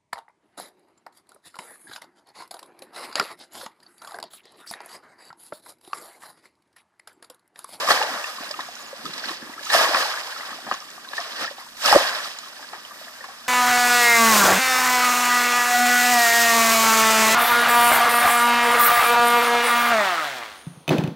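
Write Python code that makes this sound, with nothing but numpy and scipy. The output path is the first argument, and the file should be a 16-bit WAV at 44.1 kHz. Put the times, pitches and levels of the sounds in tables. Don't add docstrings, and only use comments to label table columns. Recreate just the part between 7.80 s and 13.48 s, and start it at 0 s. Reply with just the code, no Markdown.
import sys
import numpy as np
from scipy import signal
from scipy.fft import rfft, irfft, next_fast_len
from scipy.io import wavfile
from scipy.ndimage import uniform_filter1d, map_coordinates

SR = 44100
rng = np.random.default_rng(int(sys.argv[2]) if len(sys.argv) > 2 else 0)


def boost_factor(decibels):
    exponent = np.asarray(decibels, float) / 20
    return 10 ** exponent


def generate_wav(sig):
    pcm = np.round(np.clip(np.atleast_2d(sig).T, -1, 1) * 32767).astype(np.int16)
    wavfile.write(sys.argv[1], SR, pcm)


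N = 250488


def water():
    slosh_db, spray_db, mist_db, heave_db = motion()
    deep_db = slosh_db + 0.2294 * (slosh_db + 25.5)
    surge = wobble(30)
    slosh = froth(790.0, 2175, 2.88, cycles=1.31, scatter_db=1.24, wash_db=9.5, count=5000, size=260)
    deep = froth(419.3, 800.5, 2.1, cycles=1.77, scatter_db=0.57, wash_db=10.5, count=1800, size=600)
    spray = froth(2130.6, 7302, 4.24, cycles=2.46, scatter_db=3.5, wash_db=7.5, count=9000, size=140)
    mist = froth(6480, 13540, 4.09, cycles=0.9, scatter_db=3.5, wash_db=5.5, count=12000, size=44)
    heave = froth(139.5, 304.2, 2.87, cycles=0.418, scatter_db=1.5, wash_db=17, count=500, size=500)
    return (boost_factor(slosh_db - 2.43 + 0.655 * surge + 0.55 * wobble(42)) * slosh
            + boost_factor(deep_db - 5.0 + 0.4 * surge + 0.263 * wobble(24.94)) * deep
            + boost_factor(spray_db + 1.4035 + 0.5 * surge + 1.52 * wobble(70)) * spray
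            + boost_factor(mist_db + 2.5 + 0.94 * surge + 0.35 * wobble(60)) * mist
            + boost_factor(heave_db - 3.0 + 0.97 * surge + 1.44 * wobble(13.0)) * heave)


# (peak time [s], level [dB], rise [s per 20 dB], fall [s per 20 dB], spray share [dB])
THROWS = [(0.0, -28, .1, .5, -7.5), (0.113, -21, 0.074, 0.1846, -4.5), (0.2, -27.5, 0.073, 0.192, -24),
          (0.35, -31, 0.245, 0.2824, -11.5), (0.46, -40, 1, 1.07, -2.5), (1.86, -46.5, 0.068, 0.19, 8.5),
          (1.94, -20.5, 0.049, 0.297, -4), (2.01, -19.5, 0.089, 0.1911, -9.5),
          (2.188, -25.5, 0.183, 0.3333, -5.5), (2.36, -37.5, 0.42, 0.2666, -6.5),
          (2.5, -40.5, 0.51, 0.93, -3.5), (4.026, -42, 0.076, 0.7716, 5.5),
          (4.061, -22.5, 0.0402, 0.36, -2.5), (4.156, -21, 0.1205, 0.1758, -8),
          (4.23, -29, 0.033, 0.2581, -9.5), (4.37, -31, 0.32, 0.1328, -10.5), (4.47, -39, 0.29, 0.19, -1.5)]
# (peak time [s], level [dB], rise [s per 20 dB], fall [s per 20 dB], spray share [dB])
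STIRS = [(0.62, -40, 0.128, 0.3652, -6.5), (0.81, -47, 0.37, 4, -6.5), (1.2, -44, 0.4, 0.17, -12),
         (1.27, -50.5, 0.076, 0.41, 7), (1.44, -38.5, 0.287, 0.25, -8), (1.51, -39.5, 0.252, 0.1737, 0.5),
         (1.63, -43.5, 0.16, 0.39, -8.5), (1.79, -45, 0.26, -4.72, -7.5), (2.7, -37.5, 0.326, 0.16, -10),
         (2.94, -38.5, 0.121, 0.1239, -5.5), (3.12, -52.5, 0.5, 2.1, -6.5), (3.36, -46, 0.103, 0.5, 4.5),
         (3.47, -36.5, 0.194, 0.2163, -6), (3.622, -30.5, 0.1164, 0.1232, -4.5),
         (3.8, -43.5, 0.196, 0.14, -5.5), (4.7, -46, 0.3, 3.5, -4), (5.5, -46, 1, -0.5, -11),
         (5.68, -53, 0.27, 1.5, -2)]
# (peak time [s], level [dB], rise [s per 20 dB], fall [s per 20 dB])
HEAVES = [(0.11, -37, 0.13, 0.163), (0.351, -38.5, 0.098, 0.0575), (0.618, -51, 0.127, 0.67),
          (1.09, -53.5, 0.72, 7), (3.2, -58, 0.66, 2), (1.255, -41, 0.039, 0.2), (1.51, -44.5, 0.15, 0.21),
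          (1.63, -45.5, 0.056, 0.12), (1.79, -53.5, 0.103, -1), (2.02, -33.5, 0.093, 0.0452),
          (2.22, -46, 0.42, 0.01), (2.72, -47.5, 0.055, 0.25), (2.88, -40, 0.077, -0.02),
          (3.619, -41, 0.104, 0.0925), (4.061, -42.5, 0.016, 0.58), (4.16, -18.5, 0.019, -0.0187),
          (4.27, -48.5, .1, 0.18), (4.9, -57.5, 1, 2)]
# (slosh [dB], spray [dB], mist [dB], heave [dB])
CALM_DB = (-53.5, -58.5, -55, -69.5)
# (thrown [dB], stirred [dB])
MIST_DB = (-6, -11)


def motion():
    mist_grows = 0.043
    t = np.arange(0, N / SR + 0.01, 0.002)
    power = np.zeros((4, len(t))) + boost_factor(CALM_DB)[:, None] ** 2
    for table, under_db in zip((THROWS, STIRS), MIST_DB):
        s, db, rise, fall, share_db = np.transpose(table)
        spray_db = db + share_db
        mist_db = spray_db + under_db + mist_grows * (db + 41.5)
        power[0] += surges(t, s, db, rise, fall)
        power[1] += surges(t, s, spray_db, rise, fall)
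        power[2] += surges(t, s, mist_db, rise, 0.69 * fall)
    power[3] += surges(t, *np.transpose(HEAVES))
    return [np.interp(np.arange(N) / SR, t, 10 * np.log10(p)) for p in power]


def surges(t, s, db, rise, fall):
    late = t - s[:, None]
    away = np.abs(late / np.where(late < 0, rise[:, None], fall[:, None]))
    return (boost_factor(db[:, None] - 20 * away ** 1.082) ** 2).sum(axis=0)


# (frequency [Hz], coherence [0-1])
ALIKE = [(60, 1), (150, 0.33), (600, 0.98), (1800, 0.61), (4800, 0.77), (5400, 0), (15000, 0)]


def froth(lo_hz, hi_hz, edge, cycles, scatter_db, wash_db, count, size):
    swarms = []
    for _ in range(2):
        when, pitch, big = rng.random((3, count))
        hz = lo_hz * (hi_hz / lo_hz) ** pitch
        strength = hz * boost_factor(-scatter_db * np.log(big + 0.02))
        swarm = rings(when * N / SR, strength, hz, cycles / hz, 0.03245, 1.0, size)
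        swarms.append(unit(swarm) + boost_factor(wash_db) * wash(patchy_db=1.1))

    def heard(f):
        band = 1 / (1 + (lo_hz / (f + 1)) ** edge) / (1 + (f / hi_hz) ** edge)
        turn = np.arccos(np.clip(along(ALIKE, f), 0, 1)) / 2
        shared, opposed = np.cos(turn), np.sin(turn)
        return band * ports(f)[:, None] * np.array([[shared, opposed], [shared, -opposed]])
    return unit(filtered(np.array(swarms), heard).sum(axis=1))


def wash(patchy_db):
    z = signal.stft(rng.standard_normal(N), nperseg=512)[2]
    patches = uniform_filter1d(rng.standard_normal(z.shape), size=5, axis=0)
    patches = uniform_filter1d(patches, size=6, axis=1)
    return signal.istft(z * boost_factor(patchy_db * patches / patches.std()), nperseg=512)[1][:N]


# (time [s],
# peak level [dB], pitch [Hz], swell [ms])
POCKETS = [(0.106, -3, 1270, 1.16), (0.115, -6, 1168, 2.65), (0.141, -15.5, 1255, 3.4),
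           (0.212, -9.5, 857, 5.1), (1.256, -32.5, 1314, 6.7), (1.438, -16, 1554, 2.96),
           (1.514, -17.5, 1044, 2.26), (1.696, -31, 928, 8), (1.929, -8, 1832, 3.76),
           (1.963, -3, 1672, 2.6), (2.019, -17.5, 1322, 3.8), (2.043, -11.5, 1104, 11.4),
           (2.107, -11.5, 617.6, 7.2), (2.144, -14, 1048, 13.6), (2.179, -10, 639, 2.7),
           (2.204, -17.5, 631, 4.2), (2.94, -16, 1082, 4), (3.394, -26, 697, 8.2), (3.408, -17, 1163, 2.7),
           (4.056, -15, 1182, 9.4), (4.069, -11.5, 1673, 4.8), (4.084, 2, 813, 0.78),
           (4.111, -2.5, 615, 3.6), (4.134, -0.5, 710, 2.2), (4.147, 0, 573.3, 3.85), (4.171, -1, 625, 2.3),
           (4.204, -10.5, 558, 5.4), (4.244, -16, 1637, 7.9), (5.491, -30.5, 1121, 11.6),
           (4.158, -3.5, 343.4, 5.37),
    (4.1575, 9.5, 572.9, 4.77),
    (4.6, -36, 650, 4.8),
    (3.309, -34, 555, 5.8),
]


def crushed_air():
    return plops(np.array(POCKETS), -9.5, 0.00188, 3.08)


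# (time [s], peak level [dB], pitch [Hz])
BUBBLES = [(0.087, -7, 1141), (0.29, -21, 678), (0.44, -24.5, 1124), (1.868, -22, 1257),
           (1.901, -13.5, 1746), (1.94, -7.5, 1724), (1.93, -26.5, 1905), (1.948, -1.5, 641),
           (2.525, -23, 1602), (2.605, -32.5, 1610), (2.632, -24, 1286), (2.913, -9.5, 1199),
           (4.021, -27, 1890), (4.024, -29.5, 1690), (4.049, -11, 1366), (4.126, -2, 809),
           (4.794, -33.5, 830), (5.441, -26, 1035)]
# (time [s], peak level [dB], pitch [Hz])
GURGLES = [(0.707, -25.5, 587), (0.74, -26.5, 1228), (0.79, -25, 985), (0.886, -29.5, 699),
           (1.129, -26, 535), (1.254, -22.5, 1237), (1.492, -26.5, 1738), (1.494, -32, 1102),
           (1.736, -31, 1950), (1.778, -26, 1292), (3.178, -33.5, 1147), (3.248, -29.5, 1527),
           (3.273, -34.5, 1046), (3.332, -25, 1652), (3.379, -15.5, 1776), (3.559, -29, 1792),
           (3.613, -26, 1612), (3.677, -21.5, 1802), (3.71, -27, 555.3), (3.824, -33.5, 1030),
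           (4.632, -32, 1215), (4.932, -32.5, 823), (4.981, -33.5, 1193), (5.109, -28, 1139),
           (5.213, -32, 608), (5.406, -29, 1778), (5.613, -40, 1230)]


def large_bubbles():
    table = np.vstack([swelling(BUBBLES, 1.574), swelling(GURGLES, 2.7)])
    return plops(table, -5.0, 0.00507, 0.837)


# (time [s], peak level [dB], t60 [s])
SLAPS = [(0.088, -10.5, 0.04), (0.105, -2.5, 0.085), (0.223, -19.5, 0.077), (0.441, -45, 0.068),
         (0.707, -48, 0.1), (0.791, -22, 0.167), (1.255, -34, 0.0568), (1.484, -23, 0.077),
         (1.901, -18, 0.05), (1.939, -11.5, 0.133), (2.133, -13.5, 0.123), (2.1455, -2, 0.087),
         (2.865, -27, 0.295), (2.913, -7.5, 0.036), (2.922, -14.5, 0.077), (3.333, -17.5, 0.0336),
         (3.38, -20.5, 0.2), (4.126, -3, 0.086), (4.93, -23.5, 0.168), (5.441, -24.5, 0.084)]


def slaps():
    def dull(hz):
        return 1 / (1 + 1j * hz / 2600) ** 2 / (1 + 260 / (1j * hz + 1)) ** 2
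    return bursts(SLAPS, 8.43, dull)


# (time [s], peak level [dB])
SPRITZ = [(0.2251, -13.5), (0.7096, -19.5), (0.806, -24.5), (1.253, -21), (1.3342, -21.5), (1.3795, -22.5),
          (1.4535, -23.5), (1.486, -21.5), (1.83, -30), (2.941, -26), (3.368, -20.5), (3.711, -30),
          (3.969, -26), (4.586, -24)]


def spritz():
    def bright(hz):
        return 1 / (1 + 2300 / (1j * hz + 1)) ** 3 / (1 + 1j * hz / 8000) ** 2
    t60_s = 0.0656
    return bursts([(s, db, t60_s) for s, db in SPRITZ], 14.87, bright)


def bursts(table, gain_db, colour):
    out, t = np.zeros(N + SR), np.arange(SR // 8) / SR
    for s, db, t60 in table:
        burst = boost_factor(db + gain_db - 60 * t / t60) * rng.standard_normal(len(t))
        out[round(s * SR):][:len(t)] += burst
    return filtered(out[:N], colour)


# (time [s], peak level [dB], pitch [Hz])
DROPS = [(0.1067, -24, 4330), (0.442, -22.5, 2595), (0.672, -35.5, 2690), (0.7406, -30.5, 2627),
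         (0.9545, -28, 5870), (1.063, -37, 2720), (1.8334, -33.5, 3850), (1.901, -22.5, 3780),
         (1.933, -14, 4900), (2.144, -15, 4870), (2.9406, -25.5, 6400), (2.9471, -38, 3930),
         (3.0038, -28, 5450), (3.1038, -33.5, 7220), (3.288, -31, 3806), (3.4026, -24.5, 5380),
         (3.5628, -28, 4480), (4.026, -25.5, 5330), (4.0444, -18.5, 4900), (4.0599, -6.5, 5220),
         (4.275, -17, 4440), (4.889, -31.5, 4340), (5.05, -33.5, 3000)]


def drops():
    s, db, hz = np.transpose(DROPS)
    swell_ms = 0.28 * (5000 / hz) ** 2.3
    return plops(np.transpose([s, db - 5 * swell_ms, hz, swell_ms]), 0.9, 0.006, 0.6)


# (time [s], peak level [dB], pitch [Hz])
LUMPS = [(0.028, -29.5, 1130), (0.032, -22, 559), (0.046, -20.5, 614), (0.075, -12.5, 1130),
         (0.091, -14, 557), (0.148, -24.5, 1640), (0.15, -25.5, 734), (0.16, -18, 1060), (0.172, -24, 570),
         (0.214, -20.5, 1654), (0.23, -23, 565), (0.242, -26.5, 586), (0.261, -30, 600), (0.34, -28, 1057),
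         (0.375, -27.5, 1224), (0.389, -34.5, 647), (0.444, -27, 1810), (1.905, -24, 900),
         (1.911, -21, 1715), (1.954, -18.5, 1170), (1.987, -12.5, 1170), (2.001, -16.5, 1550),
         (2.033, -22, 1130), (2.053, -20, 1844), (2.07, -20, 1096), (2.134, -16.5, 1666),
         (2.168, -24, 1180), (2.169, -14.5, 1894), (2.2, -16.5, 1222), (2.207, -20, 1643),
         (2.222, -21, 1577), (2.229, -25.5, 1120), (2.258, -25, 815), (2.3, -25, 1590), (2.314, -22, 1166),
         (2.34, -23, 1433), (2.373, -24, 1668), (2.385, -27.5, 1934), (4.055, -14.5, 1285),
         (4.094, -20, 762), (4.117, -10, 1850), (4.125, -23.5, 1286), (4.154, -9.5, 1078),
         (4.158, -13.5, 1687), (4.175, -21.5, 1130), (4.176, -20.5, 1883), (4.241, -21, 1540),
         (4.248, -27, 665), (4.251, -24, 1110), (4.277, -22.5, 1810), (4.293, -19.5, 1494),
         (4.338, -27.5, 1096), (4.387, -24, 1340), (4.402, -23, 1703), (4.415, -33, 666),
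         (4.445, -26.5, 1298), (4.456, -26, 1307)]


def mud_lumps():
    return plops(swelling(LUMPS, 1.976), -2.29, 0.00335, 1.47)


# (time [s], peak level [dB], pitch [Hz])
FLECKS = [(0.077, -23, 5330), (0.09, -29, 3650), (0.117, -15, 4343), (0.226, -22.5, 2700),
          (0.441, -34.5, 7150), (0.692, -33.5, 4900), (0.711, -23.5, 4786), (0.807, -31, 3726),
          (1.255, -31, 4580), (1.264, -32.5, 3420), (1.337, -29, 3900), (1.395, -32, 4600),
          (1.456, -31.5, 4220), (1.485, -27.5, 2920), (1.489, -27, 3970), (1.507, -42, 7170),
          (1.845, -36.5, 7000), (1.853, -32.5, 6420), (1.913, -25, 3950), (1.941, -22, 5100),
          (1.985, -18, 5040), (2.225, -24.5, 4000), (2.413, -34.5, 2930), (2.578, -35, 5470),
          (2.923, -29.5, 2863), (3.104, -43, 7390), (3.659, -28, 4840), (4.048, -21, 5100),
          (4.078, -18, 2850), (4.104, -15.5, 5160), (4.121, -16, 5050), (4.266, -30, 3470),
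          (4.35, -27, 5090), (4.588, -31, 6780), (5.586, -38.5, 5170)]


def flecks():
    return plops(swelling(FLECKS, 1), 0.97, 0.0061, 0.715)


# (time [s], peak level [dB], pitch [Hz])
DRIPS = [(0.476, -29.5, 1148), (0.499, -29.5, 1206), (0.584, -30, 1056), (0.63, -34, 1493),
         (0.632, -33, 645), (0.679, -42, 1593), (0.804, -27.5, 1826), (0.832, -32.5, 1082),
         (0.966, -36, 1445), (1.429, -34, 655), (1.442, -36.5, 733), (1.494, -29.5, 1105),
         (1.533, -34, 1828), (1.62, -34, 1674), (1.79, -33, 1620), (1.811, -35.5, 571), (2.562, -30, 1304),
         (2.607, -39.5, 790), (2.607, -32, 1970), (2.714, -29.5, 1720), (2.729, -30, 1240),
         (2.785, -35.5, 700), (2.848, -37, 1430), (2.873, -33, 581), (2.887, -28.5, 769),
         (2.916, -27.5, 581), (3.023, -38, 1210), (3.036, -37, 1105), (3.088, -40.5, 1690),
         (3.164, -39, 1494), (3.178, -40.5, 708), (3.311, -43, 690), (3.315, -45, 1650), (3.391, -30, 671),
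         (3.402, -34, 1092), (3.459, -36, 650), (3.509, -39.5, 1840), (3.593, -32.5, 1806),
         (3.637, -28.5, 740), (3.642, -24, 1780), (3.648, -23, 1313), (3.781, -38, 751),
         (3.863, -39.5, 917), (4.673, -36, 1077), (4.767, -38.5, 1670), (4.826, -40.5, 1117),
         (4.826, -36, 1560), (4.843, -37, 1580), (4.936, -32, 1112), (5.057, -43.5, 1150),
         (5.141, -42, 1837), (5.27, -40.5, 657), (5.28, -38.5, 1754), (5.293, -40.5, 1305),
         (5.408, -39, 522), (5.486, -35.5, 745), (5.665, -37, 1510)]


def drips():
    return plops(swelling(DRIPS, 2.4), -1.1, 0.0063, 1.04)


# (time [s], peak level [dB], pitch [Hz])
GLUGS = [(0.605, -35.5, 246), (0.785, -39.5, 293), (1.191, -41.5, 199), (1.247, -33, 251),
         (1.262, -37.5, 179), (1.342, -46.5, 261), (1.477, -45.5, 349), (1.507, -33.5, 300),
         (1.626, -35, 224), (1.693, -36.5, 257), (1.764, -42, 254), (2.09, -28, 322), (2.92, -38.5, 200)]


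def glugs():
    return plops(swelling(GLUGS, 2.46), -1.6, 0.0096, 1.16)


def swelling(table, swell_ms):
    s, db, hz = np.transpose(table)
    return np.transpose([s, db, hz, swell_ms * (1000 / hz) ** 0.202])


def plops(table, gain_db, rise, soft):
    s, db, hz, swell_ms = np.transpose(table)
    size = boost_factor(db + gain_db) / (np.abs(ports(hz).mean(axis=0)) + 0.003)
    return rings(s, size, hz, swell_ms / 1000, rise, soft, 1500)


def rings(s, size, hz, swell, rise, soft, size_n):
    t = np.arange(size_n) / SR
    u = t / swell[:, None]
    envelope = (u * np.exp(1 - u)) ** soft
    wave = envelope * np.sin(2 * np.pi * hz[:, None] * t * (1 + rise * u))
    at = np.round(s * SR).astype(int)[:, None] + np.arange(size_n)
    return np.bincount(at.ravel(), (size[:, None] * wave).ravel(), N + size_n)[:N]


def blurred(x, wet_db, t60):
    t = np.arange(1600) / SR
    tail = rng.standard_normal(len(t)) * boost_factor(-60 * t / t60)
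    return x + boost_factor(wet_db) * signal.fftconvolve(x, tail / np.linalg.norm(tail))[:N]


# (frequency [Hz], level [dB])
LEFT = [(100, -34.5), (300, -16.5), (440, -12), (600, -8), (950, -5.5), (1150, -1), (1400, -6), (1700, -1),
        (2700, -13.5), (4000, -11), (5900, -25.5), (7200, -22), (10500, -28.5), (14000, -21)]
# (frequency [Hz], level [dB])
RIGHT = [(100, -25), (300, -13.5), (440, -12), (600, -8), (950, -7), (1150, -4), (1450, -8.5), (1750, -5.5),
         (2100, -7), (4300, -11.5), (5000, -7), (7000, -19), (9500, -25.5), (12000, -28), (14500, -34.5)]
# (frequency [Hz], phase [rad])
LEAD = [(1400, 0.4), (1900, 1.073), (2240, 3.862), (3600, 4.02), (4800, 4.73), (8000, 4.67), (15000, 13)]


def ports(hz):
    half = np.exp(0.5j * along(LEAD, hz))
    bounce = [1 + 0.0031 * np.exp(-2j * np.pi * hz * lag) for lag in (0.0041, 0.0044)]
    return np.array([boost_factor(along(LEFT, hz)) / half, boost_factor(along(RIGHT, hz)) * half]) * bounce


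def prompt(hz):
    response = ports(hz)
    fold = irfft(np.log(np.abs(response).prod(axis=0)) / 2)
    fold[len(fold) // 2:] = 0
    return response * np.exp(2j * rfft(fold).imag)


# (time [s], level [dB], start pitch [Hz], end pitch [Hz], length [s])
BIRD = [
    (.75, -53, 6600, 6450, .014),
    (.822, -51, 6650, 6400, .016),
    (.858, -51, 6750, 6450, .022),
    (.902, -51, 6800, 6400, .024),
    (.94, -50, 7150, 6400, .037),
    (.997, -48, 7200, 6350, .037),
    (1.057, -49, 7150, 6400, .035),
]


def bird():
    out = np.zeros(N)
    for s, db, from_hz, to_hz, length in BIRD:
        u = np.linspace(0, 1, round(length * SR))
        hz = from_hz + (to_hz - from_hz) * u ** 1.4
        whistle = np.sin(2 * np.pi * np.cumsum(hz) / SR)
        out[round(s * SR):][:len(u)] += boost_factor(db) * np.sin(np.pi * u) ** 0.5 * whistle
    out = out * boost_factor(3 * wobble(160))
    return out * boost_factor([[-2.5], [2.5]])


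# (frequency [Hz], width [Hz], level [dB])
INSECT = (12100, 420, -61)
# (start time [s], end time [s])
INSECT_SPAN = (5.068, 5.345)


def insect():
    hz, width, db = INSECT
    start, end = INSECT_SPAN
    t = np.arange(N) / SR
    rasp = filtered(rng.standard_normal(N), lambda f: np.exp(-((f - hz) / width) ** 2))
    gate = np.clip(np.minimum(t - start, end - t) / 0.00664, 0, 1)
    return boost_factor(db + 1.5 * wobble(70)) * gate * unit(rasp) * boost_factor([[4], [-6]])


# (frequency [Hz], spectral level [dB])
FIELD = [(18, -35.5), (30, 2), (59, 5.5), (113, 6.5), (236, -1.5), (306, 10), (450, -66.5), (580, -37),
         (990, -120)]
# (frequency [Hz], width [Hz], level [dB])
DRONE = (238, 34.6, -57.5)


def field(near):
    shared, left, right = filtered(rng.standard_normal((3, N)), lambda f: boost_factor(along(FIELD, f)))
    rumble = unit(np.array([shared + 0.78 * left, shared + 0.61 * right]))
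    rumble = boost_factor(-63.5 + 1.36 * wobble(6.4)) * rumble
    hz, width, db = DRONE
    engine = filtered(rng.standard_normal(N), lambda f: np.exp(-((f - hz) / width) ** 2))
    keep = np.exp(-1 / (0.25 * SR))
    held = np.sqrt(signal.lfilter([1 - keep], [1, -keep], np.mean(near ** 2, axis=0)))
    return (rumble + boost_factor(db) * unit(engine)) / (1 + held / boost_factor(-38))


def unit(x):
    return x / np.sqrt(np.mean(np.mean(np.atleast_2d(x), 0) ** 2) + 1e-20)


def along(points, hz):
    f, v = np.transpose(points)
    return np.interp(np.log(hz + 1), np.log(f + 1), v)


def filtered(x, response):
    m = 2 * next_fast_len(N // 2 + 4096)
    return irfft(rfft(x, m) * response(np.fft.rfftfreq(m, 1 / SR)), m)[..., :N]


def wobble(rate):
    return map_coordinates(rng.standard_normal(int(N * rate / SR) + 4), [np.arange(N) * rate / SR])


def scene():
    single = large_bubbles() + crushed_air() + drops() + slaps() + spritz()
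    single = single + mud_lumps() + drips() + flecks() + glugs()
    single = single * boost_factor(1.5 * wobble(400))
    near = water() + filtered(blurred(single, wet_db=-10, t60=0.05), prompt)
    return near + bird() + insect() + field(near)


def top_cut(x):
    return signal.sosfilt(signal.butter(12, 14950, fs=SR, output="sos"), x)


def record(dry):
    thump = filtered(dry ** 2, lambda hz: (hz > 15) / (1 + (hz / 250) ** 2))
    x = filtered(dry + 0.089 * thump, lambda hz: 1 / (1 + (hz / 14528) ** 400))
    x = x / (1 + np.abs(x) ** 12) ** (1 / 12)
    return top_cut(x)


dry = scene()
out = record(dry)
generate_wav(out)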